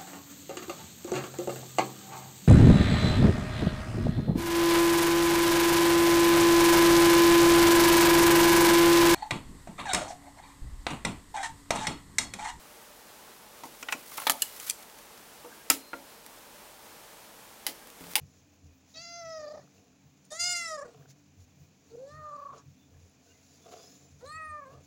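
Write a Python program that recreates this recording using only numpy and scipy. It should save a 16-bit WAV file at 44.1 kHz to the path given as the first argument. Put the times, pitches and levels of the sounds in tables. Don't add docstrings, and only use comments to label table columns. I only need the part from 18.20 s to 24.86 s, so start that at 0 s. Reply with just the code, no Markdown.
import sys
import numpy as np
from scipy import signal
from scipy.fft import rfft, irfft, next_fast_len
from scipy.io import wavfile
from scipy.ndimage import uniform_filter1d

SR = 44100
rng = np.random.default_rng(int(sys.argv[2]) if len(sys.argv) > 2 else 0)


def master(y):
    cut = np.clip(np.atleast_2d(y).T, -1, 1)
    pcm = np.round(cut * 32767)
    wavfile.write(sys.argv[1], SR, pcm.astype(np.int16))


def how_loud(loudness_db):
    steps = np.asarray(loudness_db, float) / 20
    return 10 ** steps


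N = 293706

# t/s, pitch f/Hz, voice level/dB, mouth opening/1,
# fundamental via nose and chest re voice/dB, treble offset re voice/dB, lower tract resonance f/Hz
MEOW_POINTS = [(0.738, 622, -80.0, 1.09, 8, 33, 4030), (0.755, 644, -64, 1.1, 2.9, 19.5, 3860),
               (0.776, 647, -61.5, 1.2, 9.5, 23, 4670), (0.826, 684, -60, 1.15, -1.5, 18, 4590),
               (1.002, 685.0, -58, 0.79, 10.5, 11.5, 5050), (1.06, 655.0, -53.5, 0.78, 9, 4.5, 4970),
               (1.114, 653, -52, 0.67, 10.5, 3.5, 5280), (1.265, 588, -55.5, 0.64, 14, 2, 4930),
               (1.361, 617, -60, 0.57, 15.5, 5, 5310.0), (1.394, 592.4, -60.5, 0.8, 19.5, 2, 5110),
               (1.449, 619, -78, 0.5, -22, 7, 5030), (2.102, 612, -75, 1, 5, 22, 3900),
               (2.122, 607.0, -49.5, 0.58, 8, 9, 3780), (2.189, 681, -50.6, 0.88, -10, 8.6, 4640),
               (2.199, 687.5, -42, 0.93, -10.5, 14.5, 4940), (2.261, 710.7, -41, 1.05, -6, 13.5, 4950.0),
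               (2.326, 709.4, -39, 1.03, -8.5, 9.5, 4920), (2.446, 672, -41, 0.87, -18, 6.5, 5100),
               (2.5, 640, -42.5, 0.67, -5, 3, 5570), (2.521, 633.3, -40, 0.58, -0.2, 0, 4860),
               (2.62, 548.5, -44.5, 0.49, 3.5, -10, 5720), (2.642, 602.5, -50.5, 0.57, 8, -23, 5120.0),
               (2.656, 474.4, -60.5, 0.65, 15.6, 0.5, 4930), (2.75, 475, -91.5, 0.65, 22, 20, 4200),
               (3.7, 440, -70, 0.2, 5, 2, 4400.0), (3.748, 457.6, -77, 0.5, 33, -8, 4420.0),
               (3.83, 531, -79.5, 0.53, 34.5, -1, 4440.0), (3.893, 583, -61.5, 0.57, 11.1, -2, 4350),
               (3.919, 603, -51, 0.53, -13, -12, 4470.0), (3.981, 622.4, -48.5, 0.59, -7, -24, 4540),
               (4.118, 586.8, -43, 0.29, -11, -27, 4380), (4.278, 558, -43, 0.27, -10.5, -35, 4640),
               (4.314, 550.7, -37.5, 0.16, -21.2, -48, 4600), (4.364, 584, -61, 0.37, 5, -24, 5400),
               (4.382, 563, -55.5, 0.2, -22, -0.5, 5300.0), (4.43, 529, -73.0, 0.6, -13, -12.0, 5260),
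               (6.005, 437, -73, 1, 8, -10.7, 4100.0), (6.045, 512, -68.5, 0.59, 27, -17.0, 4110.0),
               (6.059, 556, -60.5, 0.6, 8, -16, 4000), (6.112, 617, -47, 0.46, -16, -21.4, 4250),
               (6.127, 621, -49, 0.68, -29, -20, 4260), (6.179, 638.4, -50, 0.95, -14, -25.0, 4620),
               (6.365, 598.6, -46.5, 0.49, -8, -35.5, 4660), (6.422, 569.5, -51.5, 0.53, -3, -48, 4360),
               (6.469, 519.7, -60.5, 0.54, 5, -25, 4540), (6.557, 585, -66, 0.4, 4.2, -34, 4620.0),
               (6.62, 558.7, -85, 0.8, 20, 1, 4800)]
# low treble/dB, top treble/dB, mouth Q/1, upper tract resonance start f/Hz, end f/Hz
HEAD_POSTURES = [(-10, -38, 1.18, 7170, 4150), (-10.5, -12, 1.64, 6940, 7440), (-5, -15, 2.08, 7500, 6600),
                 (7.5, 7, 0.9, 5420, 15000)]
# first t/s, last t/s, first depth/dB, last depth/dB
PURR_RUNS = [(1.187, 1.365, 4, 15), (1.387, 1.403, 16, 7), (2.571, 2.639, 12, 9), (2.671, 2.727, 9, 1),
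             (3.72, 3.763, 0, 21.5), (4.104, 4.133, 5.5, -2), (4.172, 4.353, 11, 18), (6.407, 6.568, 8, 2)]
# t/s, depth/dB
TREBLE_FLUTTERS = [(1.04, 10), (2.245, 0.5), (2.287, 4), (2.325, -2), (2.345, 6), (2.535, 4)]
# f/Hz, level/dB
THROAT_COLOUR = [(3000, -2.5), (3500, 1.5), (4200, 6), (5000, 0), (5700, 1), (6500, -2.5), (7200, -2.5),
                 (8500, 4), (10500, -7.5), (13000, -21), (15000, -14)]
TREBLE_CENTRES_HZ = [4540, 6390, 8460]
# boost/dB, half width/Hz
TRACT_PEAKS = [(14.5, 200), (10.5, 250)]
# peak t/s, rise/s per 10 dB, fall/s per 10 dB, dull level/dB, bright level/dB
RUSTLE_SWELLS = [(0, .05, 0.074, -67, -67), (.2, 0.58, 0.1, -74, -66.5), (.46, 0.11, 0.076, -72.5, -68.5),
                 (.72, 0.1, 1.1, -93, -63), (1.44, 0.036, 0.022, -65, -65), (1.57, 0.14, 0.22, -67.5, -67),
                 (2.05, 0.018, .04, -72, -63.5), (2.8, 0.24, 0.11, -60, -68),
                 (2.905, 0.021, 0.018, -67, -55), (3.218, .06, 0.058, -73, -64),
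                 (3.406, 0.089, 0.15, -72.5, -67.5), (3.69, 0.16, 0.9, -74, -66),
                 (4.365, 0.04, 0.024, -54, -64), (4.75, 0.12, .05, -69.5, -80),
                 (4.82, 0.095, 0.33, -72.5, -67), (5.1, 0.16, 0.29, -69.5, -63.5),
                 (5.35, 0.39, 0.13, -82, -62), (5.485, 0.031, 0.11, -50, -63),
                 (5.524, 0.055, .12, -49.5, -56.5), (5.635, 0.3, 0.24, -63.5, -56.5),
                 (5.75, 0.25, 0.29, -66.5, -60.5), (5.99, .02, 0.17, -68, -65.5),
                 (6.055, 0.017, 0.04, -63.5, -59.5), (6.53, 0.072, 0.088, -60, -66.5),
                 (6.65, 0.064, .1, -69.5, -63.5)]
# f/Hz, width/Hz (first of two passes), relative level/dB
MAT_RESONANCES = [(451, 102, 11.5), (685, 100, 12.5), (980, 560, 0.5), (1760, 1900, -10.5)]
# f/Hz, relative density level/dB per Hz
BRIGHT_SPECTRUM = [(880, -40), (1500, -5.5), (3080, -7), (3460, -4), (3930, -2), (4930, -0.5), (7030, 6.5),
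                   (8400, -19.5), (10800, -8), (13500, -21), (15800, -4)]
# t/s, lower mode level/dB, upper mode level/dB
THUD_EVENTS = [(.015, -50.5, -55.5), (.45, -54.5, -58.5), (0.778, -63, -62), (1.06, -58.5, -61.5),
               (1.2, -64, -66), (1.43, -71, -55), (1.87, -64, -59), (2.22, -62, -76), (2.3, -72, -59.5),
               (2.81, -63, -55), (2.9, -58, -52.5), (3.0, -73, -64), (3.21, -54.5, -74), (3.42, -62, -52.5),
               (3.69, -63, -77), (3.76, -65, -57), (3.96, -51, -56), (4.13, -71, -64), (4.32, -63, -63),
               (4.489, -57, -57), (4.65, -72, -61), (4.77, -52, -60), (4.83, -57.5, -73),
               (5.84, -84, -59.5), (5.94, -63, -60), (6.07, -57, -62), (6.16, -54.5, -65), (6.3, -55, -74),
               (6.57, -52, -52)]
# f/Hz, half the width of each of two passes/Hz
ROOM_MODES = [(87, 5.5), (141, 8.3)]
# t/s, level/dB before onset ramp and decay, f/Hz
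TICK_EVENTS = [(1.094, -47, 7650), (1.475, -50, 1292), (1.58, -53, 2700), (1.73, -57, 1440),
               (2.051, -48, 8940), (2.824, -51, 1630), (2.857, -49, 1490), (4.376, -59, 5440),
               (4.896, -57, 10400), (6.062, -40, 4130), (6.075, -41, 6850)]
# t/s, length/s, start f/Hz, end f/Hz, level/dB before wavering
WHISTLE_GLIDES = [(4.581, 0.089, 3560, 3520, -74), (4.743, 0.034, 1700, 1720, -75),
                  (5.07, 0.054, 1500, 1510, -72), (5.088, 0.043, 2790, 2790, -68.5),
                  (5.13, 0.062, 2080, 2020, -72), (5.31, 0.05, 4780, 4700, -72),
                  (5.418, 0.051, 3450, 3430, -67), (5.58, 0.077, 3530, 3360, -68),
                  (5.562, 0.18, 4810, 5280, -62.5), (5.706, 0.21, 6960, 7250, -68)]
# f/Hz, relative density level/dB per Hz
FLOOR_SPECTRUM = [(18, -47), (36, -23), (79, -6), (278, -2.5), (362, -10), (715, -9.5), (1240, -16),
                  (2090, -16.5), (2450, -12), (3100, -18), (6810, -24), (8400, -31), (10600, -48),
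                  (13100, -48), (15800, -23.5)]
# f/Hz, width/Hz, level/dB
HUM_BANDS = [(190.7, 8.4, -71), (261.2, 15, -70.5), (290.4, 2.6, -72.5), (322, 26, -99), (2457, 11, -86),
             (6080, 140, -82.5)]

MOUTH_SHUT_HZ, MOUTH_OPEN_HZ, MOUTH_STEEPNESS = 832, 2477, 2.87
NASAL_WAVER_DB_PER_DB = .2
PURR_PERIOD_S = .036
TWITCH_MS, TWITCH_MS_PER_DB = 7.5, -0.02
HOARSE_HELD, HOARSE_ONSET, HOARSE_PURRING, SETTLE_S = .07, .9, .9, .04
HOARSE_PER_SAG = 1.6
CROAK_ONSET, CROAK_END, CROAK_PURRING, BREAK_UP_S = .45, .8, .025, .13
TURBULENCE_HZ = 190
STIR_DULL_DB, STIR_BRIGHT_DB = -85.5, -72
HARDER_IS_HIGHER = 0.39
THUD_RISE_S, THUD_FALL_S, RUMBLE_DB = 0.047, 0.061, -72
ROOM_T60_S, ROOM_DB, WALL_CUT_HZ = .25, -22, 13000
FLOOR_DB = -69


def meows(wobble=0.0037, shimmer_db=1.5, patchy_db=5.0):
    out, lost_db, dulled_db = np.zeros(N), dips(twitches()), dips(TREBLE_FLUTTERS)
    unsteady = 1 + .0012 * drift(120) + wobble * drift(27.2) - pitch_sag(lost_db)
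    flutter = [drift(34) for _ in range(5)]
    turbulence = [drift(TURBULENCE_HZ) for _ in range(6)]
    patches = [drift(15) for _ in range(7)]
    rows = np.array(MEOW_POINTS)
    calls = np.split(rows, np.flatnonzero(np.diff(rows[:, 0]) > .3) + 1)
    for call, (low_db, top_db, q, start_hz, end_hz) in zip(calls, HEAD_POSTURES):
        at, (pitch, voice_db, opening, nasal_db, treble_db, lower_hz) = span(call)
        hoarse, croak = noise_shares(at, call[0, 0], pitch)
        mouth_hz = MOUTH_SHUT_HZ * (MOUTH_OPEN_HZ / MOUTH_SHUT_HZ) ** opening
        peaks_hz = lower_hz, np.linspace(start_hz, end_hz, len(at))
        nasal_db = nasal_db + NASAL_WAVER_DB_PER_DB * np.minimum(nasal_db, 0) * patches[0][at]
        phase = 2 * np.pi * np.cumsum(pitch * unsteady[at]) / SR
        voice = 0
        for k in range(1, 25):
            hz = k * pitch
            if k <= 4:
                shaped_db = nasal_db if k == 1 else mouth_db(hz / mouth_hz, q)
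                level_db = voice_db + shaped_db - lost_db[at] * (1 + 0.16 * (k - 1))
            else:
                level_db = voice_db + treble_db - 13.5 + tract_db(hz, low_db, top_db, peaks_hz)
                level_db -= .7 * lost_db[at] + dulled_db[at]
                level_db += patchy_db * np.clip(k / 6 - 1, 0, 1) * patches[k % 7][at]
            level_db = level_db + shimmer_db * min(k / 5, 1.5) * flutter[k % 5][at]
            noisy = np.maximum(croak, hoarse * min(1, k / 8) ** 4)
            in_phase, quadrature = turbulence[k % 6][at], turbulence[(k + 3) % 6][at]
            tone = np.sqrt(1 - noisy) * np.sin(k * phase + 0.26 * k)
            noise = np.sqrt(noisy / 2) * (in_phase * np.sin(k * phase) + quadrature * np.cos(k * phase))
            voice = voice + np.sqrt(2) * how_loud(level_db) * (tone + noise) * (hz < 15700)
        out[at] = voice * np.minimum(1, np.minimum(at - at[0], at[-1] - at) / 200)
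    return out


def pitch_sag(lost_db):
    slack = signal.lfilter([1 / 600], [1, 1 / 600 - 1], lost_db)
    return .014 * (slack - uniform_filter1d(slack, size=3000))


def noise_shares(at, start_s, pitch):
    since, left = (at - at[0]) / SR, (at[-1] - at) / SR
    purr_s = min(run[0] for run in PURR_RUNS if run[0] > start_s)
    purring = np.clip((at / SR - purr_s) / SETTLE_S, 0, 1)
    onset = HOARSE_HELD + (HOARSE_ONSET - HOARSE_HELD) * np.exp(-since / SETTLE_S)
    sagging = HOARSE_HELD + HOARSE_PER_SAG * (1 - pitch / np.maximum.accumulate(pitch))
    hoarse = np.minimum(.95, np.maximum(np.maximum(onset, HOARSE_PURRING * purring), sagging))
    croak = CROAK_ONSET * np.exp(-2 * since / SETTLE_S)
    croak = croak + CROAK_END * np.clip(1 - left / BREAK_UP_S, 0, 1) + CROAK_PURRING * purring
    return hoarse, croak


def mouth_db(u, q):
    return -MOUTH_STEEPNESS * 10 * np.log10(((1 - u * u) * q) ** 2 + u * u)


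def tract_db(hz, low_db, top_db, peaks_hz):
    band_db = np.interp(np.log(hz), np.log(TREBLE_CENTRES_HZ), [low_db, 0, top_db])
    boost_db = sum(db / (1 + ((hz - peak) / width) ** 2) for peak, (db, width) in zip(peaks_hz, TRACT_PEAKS))
    return band_db + at_hz(THROAT_COLOUR, hz) + boost_db


def twitches():
    events = []
    for first, last, first_db, last_db in PURR_RUNS:
        count = max(2, round((last - first) / PURR_PERIOD_S) + 1)
        events.extend(np.linspace([first, first_db], [last, last_db], count))
    return events


def dips(events):
    t, out = np.arange(N) / SR, np.zeros(N)
    for s, depth_db in events:
        near = slice(int((s - .04) * SR), int((s + .04) * SR))
        width_ms = (TWITCH_MS + TWITCH_MS_PER_DB * abs(depth_db)) * np.where(t[near] < s, .7, 1.7)
        out[near] += depth_db * np.exp(-4 * np.log(2) * ((t[near] - s) * 1000 / width_ms) ** 2)
    return out


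def ticks(t60_s=.012):
    out, t = np.zeros(N), np.arange(1200) / SR
    for s, level_db, hz in TICK_EVENTS:
        envelope = how_loud(level_db - 60 * t / t60_s) * np.minimum(1, t / 0.0012)
        out[int(s * SR):][:len(t)] += envelope * np.sin(2 * np.pi * hz * t)
    return out


def rustles(grains_per_s=1200):
    sizes = how_loud(3.5 * np.minimum(rng.exponential(1, N), 4)) * rng.choice([-1, 1], N)
    clumped_rate = grains_per_s * how_loud(2.5 * drift(20))
    grains = sizes * (rng.random(N) < clumped_rate / SR)
    bright = coloured(BRIGHT_SPECTRUM) * how_loud(1.1 * drift(60))
    s, rise_s, fall_s, dull_db, bright_db = np.transpose(RUSTLE_SWELLS)
    stroke_db = swells(s, rise_s, fall_s, dull_db, STIR_DULL_DB)
    plain, tilted = 0, 0
    for hz, width_hz, db in MAT_RESONANCES:
        ring = how_loud(db) * resonate(resonate(grains + 1e-18, hz, width_hz), hz, 2 * width_hz)
        octaves = np.clip(np.log2(hz / 550), -.5, .25)
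        plain = plain + ring
        tilted = tilted + ring * how_loud(HARDER_IS_HIGHER * (stroke_db + 54.5) * octaves)
    dull = tilted / np.std(plain)
    return how_loud(stroke_db) * dull + how_loud(swells(s, rise_s, fall_s, bright_db, STIR_BRIGHT_DB)) * bright


def thuds(push_db=-19, waver_db=3.0):
    s, *peaks_db = np.transpose(THUD_EVENTS)
    levels_db = [swells(s, THUD_RISE_S, THUD_FALL_S, db, RUMBLE_DB) + waver_db * drift(4.9) for db in peaks_db]
    out = np.zeros(N)
    for (hz, width_hz), level_db in zip(ROOM_MODES, levels_db):
        rung = resonate(resonate(rng.standard_normal(N), hz, width_hz * 2), hz, width_hz * 2)
        power = uniform_filter1d(rung ** 2, size=2500) + 0.17 * np.mean(rung ** 2)
        out += how_loud(level_db) * rms_one(rung / np.sqrt(power))
    push = resonate(resonate(rng.standard_normal(N), 39, 40), 39, 40)
    return out + how_loud(levels_db[0] + push_db) * rms_one(push)


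def whistles():
    out, waver, blur = np.zeros(N), .7 + .6 * drift(70), 1 + .008 * drift(60)
    for s, length_s, start_hz, end_hz, level_db in WHISTLE_GLIDES:
        hz = np.linspace(start_hz, end_hz, int(length_s * SR))
        hz = hz * blur[int(s * SR):][:len(hz)]
        envelope = np.sqrt(2) * how_loud(level_db) * np.hanning(len(hz)) ** 0.14
        out[int(s * SR):][:len(hz)] += envelope * np.sin(2 * np.pi * np.cumsum(hz) / SR)
    return out * waver


def room(x):
    size = next_fast_len(N + SR)
    hz = np.fft.rfftfreq(size, 1 / SR)
    dull = 1 / np.sqrt(1 + (hz / WALL_CUT_HZ) ** 2)
    tail = 0
    for lag_s in rng.uniform(.012, 0.044, 8):
        loop = dull * how_loud(-60 * lag_s / ROOM_T60_S) * np.exp(-2j * np.pi * hz * lag_s)
        tail = tail + loop / (1 - loop)
    return irfft(rfft(x, size) * tail, size)[:N]


def background():
    top = rms_one(resonate(rng.standard_normal(N), 16400, 1100)) * how_loud(-83.5 + 5.0 * drift(6))
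    hum = sum(how_loud(db) * rms_one(resonate(rng.standard_normal(N), hz, width)) for hz, width, db in HUM_BANDS)
    return how_loud(FLOOR_DB + 1.0 * drift(8.1)) * coloured(FLOOR_SPECTRUM) + hum + top


def rms_one(x):
    return x / np.sqrt(np.mean(x ** 2) + 1e-20)


def span(rows):
    s, *columns = np.transpose(rows)
    at = np.arange(int(s[0] * SR), min(int(s[-1] * SR), N))
    return at, [np.interp(at / SR, s, c) for c in columns]


def at_hz(points, hz):
    points_hz, points_db = np.transpose(points)
    return np.interp(np.log(hz), np.log(points_hz), points_db)


def drift(rate_hz):
    r = np.exp(-2 * np.pi * rate_hz / SR)
    slow = signal.lfilter([1], [1, -2 * r, r * r], rng.standard_normal(N + SR))[SR:]
    return rms_one(slow)


def resonate(x, hz, width_hz):
    r = np.exp(-np.pi * width_hz / SR)
    poles = [1, -2 * r * np.cos(2 * np.pi * hz / SR), r * r]
    return signal.lfilter([(1 - r * r) / 2, 0, (r * r - 1) / 2], poles, x)


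def coloured(spectrum):
    hz = np.maximum(np.fft.rfftfreq(N, 1 / SR), 1)
    return rms_one(irfft(rfft(rng.standard_normal(N)) * how_loud(at_hz(spectrum, hz)), N))


def swells(s, rise_s, fall_s, peak_db, rest_db):
    t = np.arange(0, N + 64, 64) / SR
    s, rise_s, fall_s, peak_db = [np.reshape(column, (-1, 1)) for column in (s, rise_s, fall_s, peak_db)]
    late = t - s
    loss_db = 10 * np.maximum(late / fall_s, -late / rise_s)
    level_db = np.maximum((peak_db - loss_db).max(axis=0), rest_db)
    return np.interp(np.arange(N) / SR, t, level_db)


def scene():
    cat = meows() + ticks()
    mix = cat + how_loud(ROOM_DB) * room(cat) + thuds() + rustles() + whistles() + background()
    return mix[None]


def roll_off(x):
    return signal.sosfilt(signal.butter(12, 15910, fs=SR, output="sos"), x)


def record(dry):
    return roll_off(dry)


dry = scene()
out = record(dry)
master(out)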